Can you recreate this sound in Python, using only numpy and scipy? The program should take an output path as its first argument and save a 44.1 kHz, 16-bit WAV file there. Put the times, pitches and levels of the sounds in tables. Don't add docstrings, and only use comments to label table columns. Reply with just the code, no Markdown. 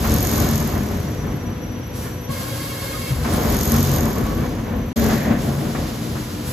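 import sys
import numpy as np
from scipy import signal
from scipy.fft import rfft, irfft, next_fast_len
from scipy.io import wavfile
from scipy.ndimage import map_coordinates

SR = 44100
rng = np.random.default_rng(int(sys.argv[2]) if len(sys.argv) > 2 else 0)


def unload_audio(sound):
    columns = np.transpose(np.atleast_2d(sound))
    steps = np.round(np.clip(columns, -1, 1) * 32767)
    wavfile.write(sys.argv[1], SR, steps.astype(np.int16))


def ratio(d):
    e = np.asarray(d, float) / 20
    return 10 ** e


N = 287532
T = np.arange(N) / SR

# start t/s, end t/s
GAP = (4.9306, 4.9585)


def unit(x):
    return x / np.sqrt(np.mean(x ** 2) + 1e-20)


def along(points, hz):
    f, v = np.transpose(points)
    return ratio(np.interp(np.log(hz + 1), np.log(f + 1), v))


def curves(rows):
    s, *cols = np.transpose(rows)
    return [np.interp(T, s, c) for c in cols]


def wobble(rate):
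    return map_coordinates(rng.standard_normal(int(N * rate / SR) + 4), [T * rate])


def filtered(x, response):
    m = next_fast_len(N + SR // 4)
    return irfft(rfft(x, m) * response(np.fft.rfftfreq(m, 1 / SR)), m)[..., :N]


def ringing(modes):
    def response(f):
        total = 0
        for k, (centre, width, db) in enumerate(modes):
            damping = 1j * f * width
            total = total + (-1) ** k * ratio(db) * damping / (centre * centre - f * f + damping)
        return total
    return response


def noise():
    return rng.standard_normal((2, N))


def rough_tone(hz, drift, flutter_db, rate):
    turn = 2 * np.pi * np.cumsum(hz + 0 * T) / SR
    paths = []
    for _ in range(2):
        level = np.sqrt(2) * ratio(flutter_db * wobble(rate))
        paths.append(level * np.sin(turn + drift * wobble(rate) + rng.uniform(0, 2 * np.pi)))
    return np.array(paths)


def bursts(rows, rise, fall, swell=0):
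    power = 0
    for start, end, db in rows:
        attack = np.clip((T - start) / rise, 0, 1)
        level = db + swell * (T - start) - fall * np.maximum(T - end, 0)
        power = power + (attack * ratio(level)) ** 2
    return np.sqrt(power)


def stroke():
    # start t/s, braking t/s, frame level/dB, screw level/dB, shaft tone level/dB
    strokes = [
        (0, 0.457, 0.5, -1.5, -1),
        (3.147, 3.863, 1, -1.5, 0.5),
        (4.94, 4.991, 2, -6, 4.5),
    ]
    rows = np.array(strokes)
    running = np.clip(np.searchsorted(rows[:, 0], T) - 1, 0, None)
    _, braking, *db = rows[running].T
    return T - braking, *db


def shape(since, axis):
    # t/s from braking, speed/turns per s, effort level/dB, shaft tone level/dB
    course = [
        (-.72, 36, -35, -47),
        (-.52, 40.5, -8, -33),
        (-.33, 45.7, -1.5, -31),
        (-0.058, 46.2, 0.5, -24.5),
        (.07, 44.8, -3, -20.5),
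        (.3, 37.5, -8.5, -36),
        (.53, 35, -11, -37),
        (.83, 32, -18.5, -46),
        (1.2, 30, -26.5, -67),
    ]
    return np.interp(since, *np.transpose(course)[[0, axis]])


def follow(full_db, run_up, coast, hold_s):
    since = stroke()[0]
    held = np.where(since < 0, since, np.maximum(since - hold_s, 0))
    effort = shape(held, axis=2) - shape(0, axis=2)
    return full_db + np.where(since < 0, run_up, coast) * effort


def hall():
    # f/Hz, density level/dB per Hz
    floor_colour = [(20, -60), (35, -25), (50, -6), (100, 0), (300, -11), (500, -13.5), (700, -20),
                    (1000, -22), (3000, -28.5), (7000, -43.5), (12000, -41.5), (16000, -77)]
    return ratio(-30.5) * unit(filtered(noise(), lambda f: along(floor_colour, f)))


def electrics():
    # t/s, f/Hz, level/dB
    inverter = [(0, 5870, -62), (.7, 5865, -54), (1.0, 5872, -49.5), (1.8, 5860, -50), (2.25, 5902, -47),
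                (2.4, 5890, -55), (4.2, 5885, -57), (4.5, 5930, -53), (4.93, 5970, -54)]
    # t/s, fan level/dB, pump level/dB
    motor_load = [(0, -1.5, -4.5), (2.35, 3, -7), (2.45, -1, -2), (3.1, 3, -6.5), (3.3, 6, -21),
                  (4.94, 4.5, -22), (4.96, -1, -18), (5.9, -3, -11.5), (6.05, 0, 3), (6.52, 1, -2.5)]
    # f/Hz, rms level/dB
    fan_hum = [(248, -44.5), (495.5, -44.5), (991, -54)]
    # f/Hz, rms level/dB
    pump_hum = [(118.4, -34), (300.5, -39)]
    hz, db = curves(inverter)
    fan_db, pump_db = curves(motor_load)
    whine = rough_tone(hz, drift=.5, flutter_db=3.5, rate=90)
    whine = whine + ratio(-3.5) * rough_tone(2 * hz, drift=1.1, flutter_db=4.5, rate=93)
    fan = sum(ratio(level) * rough_tone(f, drift=0.81, flutter_db=0.7, rate=14) for f, level in fan_hum)
    pump = sum(ratio(level) * rough_tone(f, drift=0.62, flutter_db=2.0, rate=9) for f, level in pump_hum)
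    return ratio(db) * (T < GAP[1]) * whine + ratio(fan_db) * fan + ratio(pump_db) * pump


def frame():
    # f/Hz, density level/dB per Hz
    rumble_colour = [(22, -37), (38, -7.5), (59, -1), (230, 0), (270, -4.5), (304, -2), (323, -5),
                     (420, -15), (550, -65), (920, -120)]
    # f/Hz, width/Hz, level/dB
    steelwork = [(47.6, 5.7, 3), (70, 2.4, 0), (86, 7.6, 2.5), (153.3, 8.5, -6), (225, 14.4, -2),
                 (275, 11.4, -13)]
    # f/Hz, density level/dB per Hz
    clatter_colour = [(230, -6), (330, 1.5), (600, -5), (1000, -9.5), (2000, -16), (2600, -23.5),
                      (3600, -25), (5000, -55)]
    # f/Hz, width/Hz, level/dB
    cover_modes = [(413, 6.4, 3), (579, 29, -2), (718, 33, -0.5), (1088, 96, -1.5), (1514, 11, 1),
                   (1740, 16, 3), (2260, 24, 1.5)]
    # t/s, level/dB
    jolt_hits = [(.04, -21.5), (.33, -24), (.6, -23.5), (.83, -21.5), (1.23, -26), (1.95, -30), (2.3, -34),
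                 (3.25, -23), (3.46, -35), (4.16, -19), (4.3, -21.5), (4.66, -24.5), (5.3, -17.5),
                 (5.77, -18.5), (5.901, -29)]
    frame_db = stroke()[1]
    shaken = bursts([(s, s, db) for s, db in jolt_hits], rise=0.0084, fall=55)
    unrest = wobble(14)
    panels = lambda f: along(rumble_colour, f) * (1 + 1.56 * abs(ringing(steelwork)(f)))
    covers = lambda f: along(clatter_colour, f) * (1 + 1.4 * abs(ringing(cover_modes)(f)))
    rumble = unit(filtered(ratio(2.0 * unrest + 0.58 * wobble(40)) * noise(), panels))
    clatter = unit(filtered(ratio(1.9 * unrest + 1.15 * wobble(45)) * noise(), covers))
    rumble_db = frame_db + follow(full_db=-22.5, run_up=.5, coast=0.65, hold_s=0.48)
    clatter_db = frame_db + follow(full_db=-29, run_up=0.4, coast=0.9, hold_s=0.31)
    rumble = np.hypot(ratio(rumble_db), shaken) * rumble
    return rumble + ratio(1.5) * np.hypot(ratio(clatter_db), ratio(-9) * shaken) * clatter


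def screw():
    # f/Hz, width/Hz, level/dB
    nut = [(6586, 190, -5), (11965, 102, 1)]
    # f/Hz, density level/dB per Hz
    contact_colour = [(3000, -36), (5500, 5.5), (7500, -3), (9000, 9.5), (10500, -4), (13700, 5.5),
                      (16000, -17)]
    # order of the turning speed, level/dB
    shaft_orders = [(1, -12), (2, -1), (5, -2), (9, -26)]
    # f/Hz, level/dB
    beams = [(70, -3), (140.3, -2), (422, -25)]
    since, _, screw_db, shaft_db = stroke()
    speed = shape(since, axis=1)
    tick_db = follow(full_db=-31.5, run_up=2, coast=1.84, hold_s=0.12) + screw_db
    tone_db = shape(since, axis=3) + shaft_db
    turns = np.cumsum(speed) / SR + 0.28
    size = ratio(2.2 * rng.standard_normal((400, 2)))[turns.astype(int)].T
    away = (turns % 1 - .5) / speed
    away_second = ((turns + 0.38) % 1 - .5) / speed
    contact = size[0] * np.exp(-(away / 0.00134) ** 2)
    contact = contact + 0.11 * size[1] * np.exp(-(away_second / 0.0006) ** 2)
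    ticks = unit(filtered(contact * noise(), lambda f: along(contact_colour, f)))
    rolling = 0.48 * ratio(1.1 * wobble(50))
    ring = unit(filtered((contact + rolling) * noise(), ringing(nut)))
    tones = sum(ratio(db) * rough_tone(k * speed, drift=0.2, flutter_db=-1.5, rate=7) for k, db in shaft_orders)
    tones += sum(ratio(db) * rough_tone(hz, drift=0.46, flutter_db=7.5, rate=5) for hz, db in beams)
    return ratio(tick_db) * (ratio(0.5) * ring + ratio(-3) * ticks) + ratio(tone_db - 4.5) * tones


def air():
    # f/Hz, density level/dB per Hz
    low_colour = [(1500, 2.5), (2400, -2.5), (3500, 0.5), (5000, 1), (6500, -1), (7500, -3.5), (9000, -50)]
    # f/Hz, density level/dB per Hz
    high_colour = [(5000, -44), (6500, -8.5), (8000, 4.5), (10500, 3.5), (12500, 0), (14500, 3),
                   (15700, -2), (17000, -25)]
    # open t/s, shut t/s, low hiss level/dB, high hiss level/dB
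    valves = [
        (1.926, 2.058, -45.5, -48),
        (2.281, 3.1, -41.5, -45),
        (3.2, 3.264, -42, -52),
        (5.066, 5.123, -40, -50),
        (5.363, 6.6, -44.5, -51.5),
        (5.393, 5.588, -63.5, -53),
        (5.73, 5.9, -46.5, -62),
        (6.438, 6.6, -44, -44.5),
    ]
    screw_db = stroke()[2]

    def jets(axis):
        return bursts(np.array(valves)[:, [0, 1, axis]], rise=0.04, fall=88, swell=1)

    flutter = ratio(.4 * wobble(12) + .7 * wobble(35))
    low = unit(filtered(noise(), lambda f: along(low_colour, f)))
    high = unit(filtered(noise(), lambda f: along(high_colour, f)))
    low_db = follow(full_db=-36.5, run_up=0.3, coast=1.13, hold_s=0.0563) + 0.1 * screw_db
    high_db = follow(full_db=-44, run_up=0.2, coast=1.12, hold_s=0) + 0.24 * screw_db
    low = ratio(5.5) * np.hypot(ratio(low_db), jets(axis=2)) * low
    high = ratio(10.0) * np.hypot(ratio(high_db), jets(axis=3)) * high
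    return flutter * (low + high)


def squeaks():
    # t/s, length/s, f/Hz, width/Hz, level/dB
    rubs = [
        (0, 0.094, 14300, 500, -35),
        (2.02, 0.078, 1740, 130, -44),
        (2.915, 0.062, 1240, 27, -38),
        (4.957, 0.44, 1790, 690, -34.5),
        (0.275, .07, 14200, 500, -42),
        (3.293, 0.23, 14250, 500, -36),
        (3.325, 0.027, 9280, 82, -27),
        (4.148, 0.26, 1132, 73, -36.5),
    ]
    out = np.zeros((2, N))
    for s, length, hz, width, db in rubs:
        swell = np.sin(np.pi * np.clip((T - s) / length, 0, 1)) ** 0.34
        out += ratio(db) * swell * unit(filtered(noise(), lambda f: ringing([(hz, width, 0)])(f) ** 2))
    return out


def knocks():
    # t/s, thud level/dB, thud f/Hz, clack level/dB, decay t60/s
    strikes = [(0.037, -37, 110, -19.5, 0.17), (0.081, -14, 70, -48, 0.9), (2.051, -30, 151, -31, 0.22),
               (2.292, -9.5, 135, -42, 0.074), (3.105, -8.5, 130, -30.5, 0.18), (.8, -16.5, 202, -42, .3),
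               (4.17, -16.5, 205, -40, 0.23), (3.16, -15.5, 70, -39, 0.44), (3.199, -19.5, 149, -45, 0.33),
               (3.245, -28, 200, -21.5, 0.17), (3.443, -21, 149, -23.5, 0.12), (3.47, -13, 70, -52, 0.54),
               (3.74, -31, 140, -17.5, 0.083), (4.32, -15, 154, -41, 0.078), (5.088, -40, 204, -21.5, 0.31),
               (5.301, -23, 220, -26, 0.37), (5.748, -24, 139, -19, 0.1), (5.79, -23, 77.3, -53, 0.36),
               (6.152, -23.5, 149, -27, 0.15), (6.46, -17, 129.5, -45, 0.23)]
    out, t = np.zeros((2, N + SR)), T[:SR // 3]
    clack = filtered(noise(), lambda f: 1 / (1 + (f / 1900) ** 4) / (1 + (300 / (f + 1)) ** 4))
    for s, thud_db, hz, clack_db, t60 in strikes:
        i = round(s * SR)
        fall = ratio(-60 * t / t60) * (1 - np.exp(-t / 0.005))
        thud = np.sin(2 * np.pi * hz * t) + 0.44 * np.sin(2 * np.pi * 0.606 * hz * t)
        fresh_clack = unit(np.roll(clack, -i, axis=1)[:, :len(t)])
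        out[:, i:i + len(t)] += fall * (ratio(thud_db) * thud + ratio(clack_db) * fresh_clack)
    return out[:, :N]


def augers():
    # t/s, tooth rate f/Hz, level/dB, load tilt/dB per order
    dosing = [
        (2.28, 539.3, -60, 2),
        (2.3, 545.6, -24, -4),
        (2.36, 539, -35.5, -1.3),
        (2.6, 540.3, -42, 1.1),
        (2.75, 545.6, -38.5, 0.2),
        (3.1, 539, -45, 2.6),
        (3.17, 540, -54, 2.5),
    ]
    # order, level/dB
    teeth = [(1, 0), (2, -3), (3, -6), (4, -6), (5, -12.5), (6, -11.5), (7, -14), (8, -10.5), (9, -11)]
    hz, db, tilt_db = curves(dosing)
    out = 0
    for k, level in teeth:
        for detune in (.986, .996, 1.005, 1.016):
            rate_hz = k * hz * (detune + .006 * wobble(12))
            tone = rough_tone(rate_hz, drift=.6 + 0.4 * k, flutter_db=5, rate=45)
            out = out + ratio(level + tilt_db * min(k, 4)) * tone
    return ratio(db - 9.0) * (T > dosing[0][0]) * (T < dosing[-1][0]) * out


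def ports(paths):
    # f/Hz, likeness, right-port phase/rad, left over right level/dB
    port_pair = [(0, .996, 0, .2), (100, .985, 0, .7), (200, .96, -.1, 1.6), (330, .9, -.15, 3),
                 (500, .68, .2, 2.5), (900, .45, 1, 0), (1700, .4, -.4, .8), (2200, .5, 0, 1),
                 (3000, .5, 1.1, -2.5), (4000, .35, .3, -1), (5300, .3, 1.1, -2), (6300, .62, .2, -2),
                 (7000, .8, -.9, .6), (9000, .95, -3.14, 0), (12350, .95, -6.28, 0), (15200, .95, -9.42, 0),
                 (16000, .95, -9.9, 0)]
    f, *cols = np.transpose(port_pair)

    def response(hz, sign):
        alike, phase, pan_db = [np.interp(hz, f, c) for c in cols]
        u = np.arccos(np.clip(alike, -1, 1)) / 2
        return ratio(sign * pan_db / 2) * np.exp(-.5j * sign * phase) * [np.cos(u), sign * np.sin(u)]

    return np.array([filtered(paths, lambda hz: response(hz, sign)).sum(axis=0) for sign in (1, -1)])


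def scene():
    # f/Hz, level/dB
    close_colour = [(30, 3), (90, -8.5), (140, -1.5), (230, 0), (420, -2), (560, 2), (1000, -3),
                    (1900, -3.5), (3000, 0)]
    machine = frame() + screw()
    machine = np.where(T < GAP[0], machine, filtered(machine, lambda f: along(close_colour, f)))
    return ports(machine + air() + electrics() + augers() + knocks() + squeaks() + hall())


def joint_stereo(x):
    window, lead = signal.windows.kaiser_bessel_derived(2048, 4 * np.pi), 773
    mid_side = np.pad([x[0] + x[1], x[0] - x[1]], ((0, 0), (lead, 0)))
    z = signal.stft(mid_side, window=window, nperseg=2048)[2]
    bands = z[:, :1024].reshape(2, 32, 32, -1)
    level = 10 * np.log10(np.mean(abs(bands) ** 2, axis=2) + 1e-20)
    busy = np.clip(level[0, 17] + 46.5 + 2.5 * rng.standard_normal(level.shape[2]), 0, 8)
    margin = 7.3 + 2.5 * busy + .6 * rng.standard_normal(level.shape[1:])
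    weak = (level < level[::-1] - margin) & (np.arange(32) >= 9)[:, None]
    z[:, :1024] = (bands * ~weak[:, :, None]).reshape(2, 1024, -1)
    mid, side = signal.istft(z, window=window, nperseg=2048)[1][:, lead:lead + N] / 2
    return np.array([mid + side, mid - side])


def top_cut(x):
    return signal.sosfilt(signal.butter(12, 15730, fs=SR, output="sos"), x)


def record(dry):
    fade_out = (GAP[0] - T) / 0.0025
    fade_in = (T - GAP[1]) / 0.0079
    keep = np.clip(np.maximum(fade_out, fade_in), 0, 1)
    dry = filtered(dry, lambda f: 1 / np.sqrt(1 + (38 / (f + 1)) ** 12))
    return top_cut(joint_stereo(dry) * keep)


dry = scene()
out = record(dry)
unload_audio(out)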